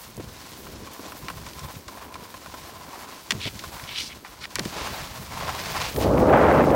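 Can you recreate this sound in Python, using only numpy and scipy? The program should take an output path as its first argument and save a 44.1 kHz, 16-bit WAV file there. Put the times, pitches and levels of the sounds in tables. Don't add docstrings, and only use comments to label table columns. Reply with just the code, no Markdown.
import sys
import numpy as np
from scipy.fft import rfft, irfft, next_fast_len
from scipy.io import wavfile
from scipy.ndimage import uniform_filter1d, minimum_filter1d, map_coordinates

SR = 44100
rng = np.random.default_rng(int(sys.argv[2]) if len(sys.argv) > 2 else 0)


def inscribe(sig):
    pcm = np.round(np.clip(np.atleast_2d(sig).T, -1, 1) * 32767)
    wavfile.write(sys.argv[1], SR, pcm.astype(np.int16))


N = 297675

# f/Hz, spectral level/dB
RUMBLE_SPECTRUM = [(20, -24), (40, -4), (70, 3), (110, -1.5), (160, -1.5), (230, -9.5), (330, -17),
                   (550, -17), (1200, -46), (4000, -80)]
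# f/Hz, bandwidth/Hz, gain/dB
KNOCK_MODES = [(684, 250, -8.5), (1029, 98, 3), (1317, 140, -10), (2160, 210, -19.5)]
CRUNCH_DB = -52.5


def clacks_and_wind_tick(noise_share=0.13, dispersion=0.029):
    # t/s, peak level/dB, centre f/Hz, noise t60/s
    impulses = [(.168, -28, 9000, .012), (1.284, -18.5, 1400, .035), (1.465, -26.5, 2800, .033),
                (1.534, -27, 3400, .025), (1.593, -26, 4020, .025), (1.881, -27, 3200, .055),
                (2.142, -26.5, 2400, .035), (3.3071, -6, 2740, .024), (3.3103, -8.5, 2400, .018),
                (3.32, -10.5, 2500, .025), (3.455, -18.5, 2630, 0.0094), (3.592, -24, 3040, .04),
                (3.7964, -27.5, 1500, .049), (3.8384, -28.5, 3000, 0.059), (4.248, -28, 900, 0.12),
                (4.454, -22, 1800, .012), (4.556, -8.5, 4700, 0.0091), (4.559, -19.5, 1500, 0.054),
                (4.5856, -18, 1420, 0.019), (4.594, -11, 3600, 0.013), (4.596, -17, 1490, .025),
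                (4.653, -20.5, 2800, 0.028), (5.962, -21, 2000, .025)]
    # f/Hz, bandwidth/Hz, gain/dB
    modes = [(450, 400, -14.5), (1000, 380, -1), (1400, 390, -3), (1920, 330, 2.5), (2340, 160, 3.5),
             (2900, 850, -0.5), (3530, 390, -4), (4450, 1200, 2), (5430, 640, -3), (6600, 1000, -6),
             (8140, 3400, -6), (14300, 5000, -14)]
    out, t = np.zeros(N), np.arange(SR // 8) / SR
    colour = lambda f: modal_response(f, modes) * np.exp(-2j * np.pi * dispersion * np.sqrt(f))
    for s, db, hz, t60 in impulses:
        force = noise_share * rng.standard_normal(len(t)) * amp(-60 * t / t60)
        force[0] += 1
        add(out, s, filtered(force, lambda f: colour(f) * resonance(f, hz, 1.78 * hz) ** 2), db)
    return out


def scrapes(ring_db=-6, grit_db=1.6):
    # start t/s, hardest t/s, end t/s, level/dB, centre f/Hz
    drags = [(3.395, 3.432, 3.46, -31.5, 3300), (3.42, 3.476, 3.495, -30.5, 2900),
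             (3.862, 3.905, 3.96, -37.5, 2930), (3.9, 3.995, 4.04, -31.7, 3100),
             (3.96, 4.004, 4.113, -33.5, 4800), (4.085, 4.125, 4.145, -40, 2600),
             (4.388, 4.44, 4.462, -42.5, 4270), (4.405, 4.452, 4.462, -37.5, 1680)]
    # f/Hz, spectral level/dB
    spectrum = [(600, -30), (1300, 4), (1750, -2.5), (2300, 2), (3200, -3.5), (4200, -1), (5500, -0.5),
                (7000, -6), (9000, -3), (15000, -12)]
    # f/Hz, bandwidth/Hz, gain/dB
    box_modes = [(2240, 100, 1.5), (2990, 180, -2.5), (3344, 49, -1), (3600, 75, -4), (4000, 56, -3)]
    out = np.zeros(N)
    for start, hardest, end, db, hz in drags:
        slips = coloured(grains(rate=3000, spread_db=2, smooth=0.71), spectrum)
        steel = ringing(grains(rate=760, spread_db=5.5, smooth=0.34), box_modes)
        rasp = unit(filtered(slips + amp(ring_db) * steel, lambda f: resonance(f, hz, 0.9 * hz) ** 2))
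        pressure = np.sin(np.pi / 2 * stroke(start, hardest, end))
        out += amp(db) * pressure ** 1.17 * rasp
    return out * amp(grit_db * wobble(200))


def thumps(lowest_hz=82, sag_s=0.024, attack_s=0.0013):
    # t/s, peak level/dB, starting f/Hz, t60/s
    flexes = [(.177, -27.5, 200, .09), (.196, -25.5, 417, 0.069), (.239, -33, 170, 0.054),
              (.993, -28.5, 363, 0.055), (1.304, -37, 232, .3), (1.766, -35, 118, .066),
              (2.222, -36, 232, .057), (2.538, -30.5, 324, 0.033), (3.308, -32, 480, .12),
              (3.323, -27.5, 270, 0.17), (3.348, -26, 140, .35), (3.456, -25.5, 140, .1),
              (3.471, -25.5, 276, .034), (4.587, -21.5, 443, 0.082), (4.605, -26.5, 229, 0.15),
              (4.657, -18.5, 212, 0.057), (4.763, -26, 230, 0.09)]
    out, t = np.zeros(N), np.arange(SR // 3) / SR
    for s, db, hz, t60 in flexes:
        pitch = lowest_hz + (hz - lowest_hz) * np.exp(-t / sag_s)
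        swing = np.sin(2 * np.pi * np.cumsum(pitch) / SR)
        thud = unit(filtered(rng.standard_normal(len(t)), lambda f: resonance(f, 0.97 * hz, 2 * hz) ** 2))
        envelope = (1 - np.exp(-t / attack_s)) * amp(-60 * t / t60)
        add(out, s, (swing + 0.6 * thud) * envelope, db)
    return out


def spray():
    # start t/s, hardest t/s, end t/s, level/dB
    skids = [(4.68, 4.79, 5.25, -34.7), (5.13, 5.85, 5.99, -31.6), (5.986, 6.01, 6.11, -32.5)]
    # f/Hz, spectral level/dB
    spectrum = [(200, -31), (400, 0), (700, 4), (1500, 2), (2500, 2.5), (3200, 0.5), (4800, -0.5),
                (6500, -5), (9000, -14), (15000, -23)]
    thrown = sum(amp(db) * stroke(start, hardest, end) ** 1.09 for start, hardest, end, db in skids)
    clumps = amp(1.9 * wobble(70))
    return thrown * clumps * coloured(grains(rate=4000, spread_db=3.5, smooth=0.75), spectrum)


def lumps(crumble_t60=0.045, lesser_per_s=3, over_crunch_db=10.5):
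    # t/s, peak level/dB
    biggest = [(.203, -32), (0.667, -31.5), (.872, -30), (.994, -30.5), (1.12, -27.5), (1.287, -24.5),
               (1.3, -22.5), (1.466, -31), (1.884, -27), (2.155, -26.5), (2.341, -30), (2.46, -26),
               (2.541, -25.5), (2.932, -29), (3.124, -30), (3.638, -26), (5.373, -22), (5.49, -21.5),
               (5.761, -21)]
    out, t = np.zeros(N), np.arange(SR // 8) / SR
    crunch_db = 20 * np.log10(np.hypot(amp(CRUNCH_DB), crust_gain()))
    places = rng.integers(N, size=round(lesser_per_s * N / SR))
    lesser = [(i / SR, crunch_db[i] + over_crunch_db) for i in places]
    for s, db in biggest + lesser:
        crumble = rng.standard_normal(len(t)) * amp(-60 * t / crumble_t60)
        add(out, s, ringing(crumble, KNOCK_MODES), db)
    return out


def rumble():
    # t/s, relative level/dB
    ground = [(0, -54.5), (.22, -43.5), (.45, -49.5), (.82, -44.5), (.98, -57), (1.3, -43), (1.75, -46),
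              (1.85, -51.5), (2.2, -51.5), (2.45, -52), (3.25, -52), (3.55, -46.5), (4.45, -52),
              (4.75, -44.5), (5.3, -42.5), (5.92, -37)]
    return amp(curve(ground) - 1 + 4.1 * wobble(25)) * coloured(rng.standard_normal(N), RUMBLE_SPECTRUM)


def crunch(bumps):
    # f/Hz, spectral level/dB
    spectrum = [(100, -45), (330, -10.5), (600, 1), (900, 4), (1400, -5), (2100, -7.5), (3200, -18),
                (8000, -42)]
    gain = np.hypot(amp(CRUNCH_DB), amp(0.5) * crust_gain()) * amp(2.2 * bumps - lift_db())
    return gain * coloured(grains(rate=2500, spread_db=5.5, smooth=0.61), spectrum)


def chatter(bumps, base_db=-52.5):
    ring = ringing(grains(rate=500, spread_db=2.5, smooth=0.72), KNOCK_MODES)
    gain = np.hypot(amp(base_db), amp(-1) * crust_gain())
    return gain * amp(2 * bumps + 2.04 * wobble(11) - lift_db()) * ring


def hiss(bumps):
    # t/s, relative level/dB
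    glide = [(0, -47.5), (.35, -46.5), (.8, -47.5), (1.68, -46.5), (2.08, -50.5), (2.4, -47.5), (3.25, -47),
             (3.4, -42.5), (4.03, -47), (4.2, -49), (4.48, -49.5), (4.65, -42.5), (6.75, -45)]
    # f/Hz, spectral level/dB
    spectrum = [(400, -19), (1500, -1), (2900, -1), (4500, 0.5), (6000, -1.5), (8500, -7.5), (15000, -15.5)]
    gain = amp(curve(glide) - 0.66 + 1.76 * bumps - lift_db())
    return gain * coloured(grains(rate=3000, spread_db=3.5, smooth=1.1), spectrum)


def packing():
    # t/s, level/dB
    levels = [(0, -57), (.4, -52), (.8, -44), (.94, -54.5), (1.03, -44), (1.5, -51.5), (3.2, -51),
              (4.45, -56), (4.78, -42), (5.05, -54.5), (5.9, -49)]
    # f/Hz, spectral level/dB
    spectrum = [(90, -33), (200, 0), (320, 0.5), (450, -3.5), (700, -12), (1500, -42)]
    gain = amp(curve(levels) + 1.55 * wobble(35))
    return gain * coloured(grains(rate=700, spread_db=3, smooth=0.37), spectrum)


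def powder(dropout_db=15, dropout_half_s=0.02):
    # t/s, relative level/dB
    stream = [(0, -51), (.35, -59), (.65, -53.5), (1.25, -54.5), (1.5, -58), (1.68, -50.5), (1.8, -55.5),
              (2.6, -57), (3.4, -56), (3.72, -51), (4.35, -61), (4.85, -51.5), (5.3, -52), (6.02, -44),
              (6.1, -55.5), (6.75, -54)]
    dropouts = [.765, 0.84, 0.9]
    # f/Hz, spectral level/dB
    spectrum = [(1500, -17), (5000, -14), (8000, -0.5), (11000, 0.5), (13000, 3), (15500, 4.5)]
    dips_db = 1.2 * lift_db() + dropout_db * sum(bell(s, dropout_half_s) for s in dropouts)
    gain = amp(curve(stream) - dips_db + 4.5 + 2.3 * wobble(36))
    return gain * coloured(grains(rate=2300, spread_db=7, smooth=1.5), spectrum)


def wind(swirl_db=-28, buffet_over_db=19.5, saturation_db=-18, port_hz=48):
    # t/s, level/dB
    stream = [(5.925, -64), (5.97, -44), (6.112, -36.5), (6.125, -32), (6.29, -24), (6.335, -14),
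              (6.6, -16.5), (6.67, -28), (6.75, -20.5)]
    # f/Hz, spectral level/dB
    buffet_spectrum = [(20, -28), (40, -18), (75, 1), (110, -2), (160, -0.5), (280, 1), (400, 0.5),
                       (570, 1), (800, -5), (1300, -14.5), (3000, -61), (8000, -80)]
    # f/Hz, spectral level/dB
    rush_spectrum = [(150, -20), (350, -3.5), (520, 8.5), (700, 2.5), (1000, -2), (1400, -5.5),
                     (2000, -12.5), (3000, -23.5), (5000, -42), (12000, -58)]
    air_db, eddies = curve(stream), wobble(70)
    push = 1 / np.hypot(amp(-air_db - buffet_over_db), amp(-saturation_db))
    swirl = fade_in(5.92, rise=0.05) * amp(swirl_db) * coloured(rng.standard_normal(N), RUMBLE_SPECTRUM)
    buffet = push * amp(1.7 * eddies) * coloured(rng.standard_normal(N), buffet_spectrum)
    torn_noise = rng.standard_normal(N) * amp(3.6 * wobble(400))
    rush = amp(air_db + 0.89 * eddies) * coloured(torn_noise, rush_spectrum)
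    pops = grains(rate=99, spread_db=5, smooth=0.09)
    crackle = push * amp(-30) * unit(filtered(pops, lambda f: resonance(f, 2150, 1100) ** 2))
    air = fade_in(5.88, rise=0.11) * (swirl + buffet + rush + crackle)
    return filtered(air, lambda f: f ** 4 / (f ** 4 + port_hz ** 4))


def crust_gain():
    # three t/s (earliest starts, middle is hardest, latest ends), relative level/dB
    cuts = [(1.0, 1.07, 1.5, -52), (1.635, 1.73, 1.7, -43), (1.892, 2.018, 2.28, -47),
            (2.45, 2.932, 3.42, -46.7), (3.65, 3.76, 4, -47.5), (4.67, 4.78, 5.33, -38),
            (5.18, 5.516, 5.66, -36), (5.604, 5.78, 5.9, -35.5)]
    return np.sqrt(sum((amp(db) * stroke(*times)) ** 2 for *times, db in cuts))


def lift_db():
    # middle t/s, half length/s, drop/dB
    lifts = [(0.15, 0.062, 5.5), (1.83, 0.053, 3), (2.105, .033, 5), (4.204, 0.042, 2.5)]
    return sum(db * bell(s, half) for s, half, db in lifts)


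def amp(db):
    return 10 ** (np.asarray(db) / 20)


def unit(x):
    return x / np.sqrt(np.mean(x ** 2) + 1e-20)


def curve(rows):
    return np.interp(np.arange(N) / SR, *np.transpose(rows))


def fade_in(start, rise):
    return np.clip((np.arange(N) / SR - start) / rise, 0, 1)


def stroke(*times):
    return np.interp(np.arange(N) / SR, np.sort(times), [0, 1, 0])


def bell(middle, half):
    return np.exp(-((np.arange(N) / SR - middle) / half) ** 2)


def wobble(rate):
    return map_coordinates(rng.standard_normal(int(N * rate / SR) + 4), [np.arange(N) * rate / SR])


def grains(rate, spread_db, smooth):
    sizes = rng.standard_normal(N) * amp(spread_db * np.clip(rng.standard_normal(N), -2, 2))
    impulses = unit(sizes * (rng.random(N) < rate / SR))
    return unit(impulses + smooth * rng.standard_normal(N))


def filtered(x, response):
    m = next_fast_len(len(x) + 8192)
    return irfft(rfft(x, m) * response(np.fft.rfftfreq(m, 1 / SR)), m)[:len(x)]


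def coloured(x, spectrum):
    hz, db = np.transpose(spectrum)
    return unit(filtered(x, lambda f: amp(np.interp(np.log(f + 1), np.log(hz), db))))


def resonance(f, hz, width):
    return 1j * f * width / (hz * hz - f * f + 1j * f * width)


def modal_response(f, modes):
    return sum(amp(db) * resonance(f, hz, width) for hz, width, db in modes)


def ringing(force, modes):
    return unit(filtered(force, lambda f: modal_response(f, modes)))


def add(track, s, x, db):
    part = track[round(s * SR):][:len(x)]
    part += (amp(db) * x / np.abs(x).max())[:len(part)]


def scene():
    bumps = wobble(45)
    snow = rumble() + crunch(bumps) + chatter(bumps) + hiss(bumps) + packing() + powder() + spray()
    return (snow + clacks_and_wind_tick() + thumps() + scrapes() + wind() + lumps())[None]


def record(dry, ceiling=0.46, top_hz=15850):
    x = dry[0]
    needed = np.minimum(1, ceiling / (np.abs(x) + 1e-9))
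    gain = uniform_filter1d(minimum_filter1d(needed, size=61), size=61)
    return filtered(x * gain, lambda f: f < top_hz)[None]


dry = scene()
out = record(dry)
inscribe(out)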